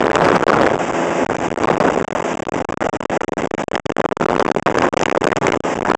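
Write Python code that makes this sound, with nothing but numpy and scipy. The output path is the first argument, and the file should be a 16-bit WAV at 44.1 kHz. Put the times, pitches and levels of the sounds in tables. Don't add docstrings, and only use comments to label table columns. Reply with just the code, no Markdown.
import sys
import numpy as np
from scipy import signal
from scipy.io import wavfile
from scipy.ndimage import uniform_filter1d, map_coordinates

SR = 44100
rng = np.random.default_rng(int(sys.argv[2]) if len(sys.argv) > 2 else 0)


def field_ratio(decibels):
    return 10 ** (np.asarray(decibels, dtype=float) / 20)


def wav_out(sig):
    wavfile.write(sys.argv[1], SR, np.round(np.clip(np.atleast_2d(sig).T, -1, 1) * 32767).astype(np.int16))


N = 263277
RAIL = 0.84

# (time [s], turbulence level [dB])
GUST = [(0.0, -4.5), (0.65, -3.5), (0.85, -16), (1.15, -19), (1.3, -10.5), (1.5, -28), (1.65, -8),
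        (1.88, -8.5), (2.05, -14), (2.3, -24.5), (2.75, -16), (3.62, -20.5), (3.78, -11.5), (4.25, -6.5),
        (5.0, -10.5), (5.55, -8.5), (5.72, -21.5), (5.9, -8)]
# (time [s], level [dB])
WHIPS = [(0.1555, -6), (0.568, -15), (1.3677, -22), (1.636, -17.5), (1.7382, -18.5), (3.7553, -13.5),
         (3.9669, -15), (3.8622, -16), (4.168, -7.5), (4.3962, -10.5), (4.4258, -11.5), (4.5162, -14.5),
         (4.665, -18.5), (4.7863, -8.5), (4.8219, -15), (4.972, -8.5), (4.9912, 4), (5.0135, -12),
         (5.0325, -6.5), (5.058, -11), (5.0972, -12), (5.114, -14), (5.243, -3), (5.275, -15.5),
         (5.3189, -19.5), (5.3676, -10.5), (5.428, -29), (5.4692, -6.5), (5.482, -18), (5.5223, -12)]


def unit(x):
    return x / np.sqrt(np.mean(x ** 2) + 1e-20)


def along(points, hz):
    f, v = np.transpose(points)
    return np.interp(np.log(hz + 1), np.log(f + 1), v)


def curve(rows):
    return np.interp(np.arange(N) / SR, *np.transpose(rows))


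def wobble(rate_hz):
    knots = rng.standard_normal(int(N * rate_hz / SR) + 4)
    return map_coordinates(knots, [np.arange(N) * rate_hz / SR])


def rush(spectrum, patchy_db):
    hz, _, z = signal.stft(rng.standard_normal(N + 512), SR, nperseg=512)
    patches = uniform_filter1d(rng.standard_normal(z.shape), 5, 0)
    patches = uniform_filter1d(patches, 8, 1)
    z = z * field_ratio(patchy_db * unit(patches) + along(spectrum, hz)[:, None])
    return unit(signal.istft(z, nperseg=512)[1][:N])


def holds():
    # (time [s], length [s])
    held_high = [(0.4399, 0.0269), (1.2666, 0.0224), (1.5422, 0.018), (1.7805, 0.021), (2.0484, 0.0293),
                 (2.6224, 0.024), (2.742, 0.031), (2.8705, 0.0173), (2.969, 0.0347), (3.175, 0.0322),
                 (3.2926, 0.028), (3.4743, 0.0345), (3.6402, 0.0411), (3.7788, 0.0175), (3.8642, 0.0306),
                 (3.9213, 0.0445), (4.0158, 0.0251), (4.0896, 0.0225), (4.1711, 0.0275), (4.2626, 0.0228),
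                 (4.426, 0.0234), (4.5183, 0.0288), (4.5976, 0.0269), (4.7247, 0.0183), (4.8882, 0.0385),
                 (5.1773, 0.0322), (5.3303, 0.0294), (5.5736, 0.0305), (5.8303, 0.0188), (5.9505, 0.0205)]
    # (time [s], length [s])
    held_low = [(1.4851, 0.0174), (1.6557, 0.0171), (2.0261, 0.0156), (2.0841, 0.02), (2.1307, 0.0191),
                (2.4331, 0.0198), (2.4948, 0.0249), (2.6513, 0.037), (2.7754, 0.0313), (2.8974, 0.0311),
                (3.01, 0.0165), (3.0579, 0.0392), (3.2464, 0.0333), (3.335, 0.0317), (3.5131, 0.0253),
                (3.5498, 0.0289), (3.6858, 0.0283), (3.7989, 0.0565), (3.9034, 0.0158), (4.06, 0.028),
                (4.1271, 0.0415), (4.627, 0.0332), (4.9433, 0.022), (5.0358, 0.0202), (5.1265, 0.0211),
                (5.2871, 0.0157), (5.3861, 0.0259), (5.5037, 0.0156), (5.6052, 0.032), (5.9191, 0.0161)]
    # (time [s], length [s], rail [1 upper, -1 lower])
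    held_shorter = [(0.1164, 0.0144, 1), (1.2484, 0.0125, -1), (1.3683, 0.0146, 1), (1.5284, 0.0122, -1),
                    (1.5611, 0.013, 1), (2.1103, 0.0123, 1), (2.3549, 0.0157, 1), (2.3774, 0.014, -1),
                    (2.4043, 0.0171, 1), (2.4533, 0.0144, -1), (2.4694, 0.016, 1), (2.5227, 0.0137, 1),
                    (2.7075, 0.0147, -1), (3.0368, 0.0158, 1), (3.2171, 0.0151, -1), (3.459, 0.0131, -1),
                    (3.718, 0.0132, 1), (3.7623, 0.0154, 1), (3.9673, 0.0141, 1), (4.2416, 0.0146, -1),
                    (4.3663, 0.013, 1), (4.382, 0.0132, -1), (4.4651, 0.0139, -1), (4.4886, 0.0128, -1),
                    (4.5488, 0.0136, -1), (4.9764, 0.0161, 1), (5.0999, 0.0125, 1), (5.2545, 0.0134, 1),
                    (5.7914, 0.0161, 1), (5.8091, 0.0122, -1)]
    # (time [s], length [s])
    lulls = [(0.1414, 0.018), (0.2162, 0.0337), (0.2528, 0.0202), (0.3261, 0.0478), (0.5289, 0.0176),
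             (0.5583, 0.0161), (0.6322, 0.0163), (0.6632, 0.0178), (0.7891, 0.0655), (0.8591, 0.0298),
             (0.8931, 0.0197), (0.9388, 0.1602), (1.1045, 0.1326), (1.411, 0.0172), (1.4327, 0.0432),
             (1.7258, 0.0159), (1.8015, 0.0165), (1.8734, 0.0172), (1.9306, 0.0193), (2.1498, 0.0169),
             (2.2397, 0.0932), (2.5727, 0.0194), (3.1153, 0.0597), (3.378, 0.0247), (3.5909, 0.0333),
             (4.8314, 0.0269), (5.2387, 0.0158), (5.412, 0.0262), (5.4413, 0.0196), (5.6452, 0.0981)]
    # (time [s], gap [s])
    swing = [(0, .0022), (.75, .003), (1, .007), (1.6, .003), (2.2, .006), (3.5, .004), (4, .0024),
             (5, .003), (6, .0035)]
    # (from [s], to [s])
    squalls = [
        (0, .75),
        (1.7, 1.83),
        (5.2, 5.47),
    ]
    touch_s, longest_touch_s, whip_frees_s = .0056, .0095, .005
    scatter, cross = .6, .65
    slap_s, slap_held = .0033, .5
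    room = 16

    marks = [(*row, 1) for row in held_high] + [(*row, -1) for row in held_low] + list(held_shorter)
    marks += [(*row, 0) for row in lulls]
    marks += [(s - whip_frees_s / 2, whip_frees_s, 0) for s, _ in WHIPS]
    marks = sorted(marks)

    chance = np.exp(scatter * rng.standard_normal((len(marks), room, 2))) * [1, touch_s]
    chance[..., 0] *= np.interp([row[0] for row in marks], *np.transpose(swing))[:, None]
    chance[..., 1] = np.minimum(chance[..., 1], longest_touch_s)
    uneven = np.exp(scatter / 2 * rng.standard_normal((len(marks), room)))
    flips = np.where(rng.random((len(marks), room)) < cross, -1, 1)

    held, t, rail, after_lull = [], 0, 1, True
    for (s, length, side), steps, flip, slaps in zip(marks, chance, flips, uneven):
        free = int(side == 0)
        steps = np.append(0 if after_lull else steps[0, 0], steps.ravel()[1:])
        ends = np.cumsum(steps)[free::2]
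        last = 2 * np.argmin(abs(ends - (s - t))) + free
        last = 2 if last == 0 and after_lull else last
        if s - t > .001:
            edges = t + np.cumsum(steps[:last + 1]) * (s - t) / steps[:last + 1].sum()
            for k in range((last + 1) // 2):
                rail = rail * flip[k]
                held.append((edges[2 * k], edges[2 * k + 1], rail))
        if side:
            held.append((s, s + length, side))
        elif length > whip_frees_s and any(a < s < b for a, b in squalls):
            for k, late in enumerate(np.cumsum(slap_s * slaps)):
                if late + slap_s < length:
                    rail = -rail
                    slap_end = s + late + slap_held * slap_s * slaps[(k + 1) % room]
                    held.append((s + late, slap_end, rail))
        t, rail, after_lull = max(t, s + length), side or rail, side == 0
    return held


def turbulence(trim_db, whip_db, whip_s=0.0013):
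    # (frequency [Hz], level [dB per Hz])
    eddy_colour = [(30, -18.5), (90, -4), (250, -1), (600, -10.5), (1500, -18.5), (4000, -61),
                   (12000, -86.5)]
    # (frequency [Hz], level [dB per Hz])
    flutter_colour = [(200, -20), (600, 0), (2000, -3), (4200, -16), (7000, -18), (10000, -30)]
    t = np.arange(N) / SR
    gain_db = trim_db + 1.507 * curve(GUST) + 4.9 * wobble(60)
    eddies = field_ratio(gain_db) * rush(eddy_colour, patchy_db=2.5)
    whips = sum(field_ratio(db + whip_db) * np.exp(-((t - s) / whip_s) ** 2) for s, db in WHIPS)
    return eddies + whips * rush(flutter_colour, patchy_db=3.5)


def wind(rails_per_s=900, deepest=1.62, settle_s=0.017, grip_s=0.00078, beyond=2.5):
    pin, free, rail = np.transpose(holds())
    next_pin = np.append(pin[1:], N / SR + .01)
    next_rail = np.append(rail[1:], rail[-1])
    open_s = np.maximum(next_pin - free, .0002)
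    force = field_ratio(.5 * (np.interp(free, *np.transpose(GUST)) + 17.5))
    edge_s = np.minimum(0.49 * (free - pin), .0006)
    travel_s = np.minimum(0.52 * open_s, 0.0019 / force)
    brief = np.exp(-open_s / settle_s)
    turned = rail * (1 - np.minimum(rails_per_s * open_s, deepest))
    middle = np.where(rail == next_rail, turned * brief, 0)

    def joined(times, values):
        times = np.maximum.accumulate(np.ravel(times, "F"))
        return curve(np.transpose([times, np.ravel(values, "F")]))

    slow = joined([pin, pin + edge_s, free - edge_s, free, free + travel_s, next_pin - travel_s],
                  [rail, beyond * rail, beyond * rail, rail, middle, middle])
    loose = joined([pin, free, free + open_s / 2], [0 * pin, 0 * pin, open_s / 2 / grip_s])
    rough = turbulence(trim_db=7.5, whip_db=5) + 0.32 * wobble(30) + .2 * wobble(170)
    return RAIL * slow + np.minimum(loose, 1) * rough


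def engine(level_db, uneven_db):
    # (time [s], turns [Hz])
    shaft = [
        (0, 28.33),
        (3.2, 28.12),
        (5.6, 28.28),
        (6, 28.97),
    ]
    # (multiple of shaft speed, level [dB])
    whines = [(12, -22.5), (20, -29), (40, -38), (57, -39), (94, -48.5)]
    # (frequency [Hz], level [dB])
    exhaust = [(60, -12.5), (170, 4.5), (340, -2), (520, -8.5), (850, -10), (1400, -30), (2100, -22.5),
               (3000, -58.5)]
    turn = 2 * np.pi * np.cumsum(curve(shaft) * (1 + 0.000917 * wobble(6))) / SR
    out = sum(field_ratio(db) * np.sqrt(2) * np.sin(k * turn) for k, db in whines)
    for k in sorted(set(range(3, 76)) - set(dict(whines))):
        weak_db = 0 if k % 3 == 0 else uneven_db
        order_db = level_db + weak_db + along(exhaust, k * shaft[0][1]) + rng.normal(0, 0.85)
        out = out + field_ratio(order_db) * np.sin(k * turn + rng.uniform(0, 2 * np.pi))
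    return out * field_ratio(wobble(7.2))


def spray(level_db):
    # (frequency [Hz], level [dB per Hz])
    hull_colour = [(60, -4), (200, 0), (400, -7), (900, -15), (1700, -19.5), (2800, -22.5), (3600, -34),
                   (4170, -38), (4800, -35), (6000, -31), (7500, -29.5), (8000, -36), (8600, -36)]
    return field_ratio(level_db + 0.27 * wobble(38)) * rush(hull_colour, patchy_db=0.0)


def scene():
    return (wind() + engine(level_db=-19, uneven_db=-8) + spray(level_db=-17.5))[None]


def low_pass(x):
    return signal.sosfilt(signal.butter(12, 16830, fs=SR, output="sos"), x)


def record(dry):
    railed = np.clip(dry, -RAIL, RAIL)
    railed = railed - railed[:, :1]
    x = railed - .82 * signal.lfilter(*signal.iirpeak(4200, 4.5, SR), railed)
    x = signal.sosfilt(signal.cheby2(14, 80, 9600, fs=SR, output="sos"), x)
    x = signal.sosfilt(signal.butter(2, 433, "high", fs=SR, output="sos"), x)
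    x = np.clip(x, -.705, .705)
    smooth = signal.sosfiltfilt(signal.cheby2(12, 30, 9200, fs=SR, output="sos"), x)
    x = smooth + field_ratio(-11) * (x - smooth)
    x = x + field_ratio(-68) * wobble(5)
    x = signal.sosfiltfilt(signal.cheby2(12, 40, 16830, fs=SR, output="sos"), x)
    return low_pass(x)


dry = scene()
out = record(dry)
wav_out(out)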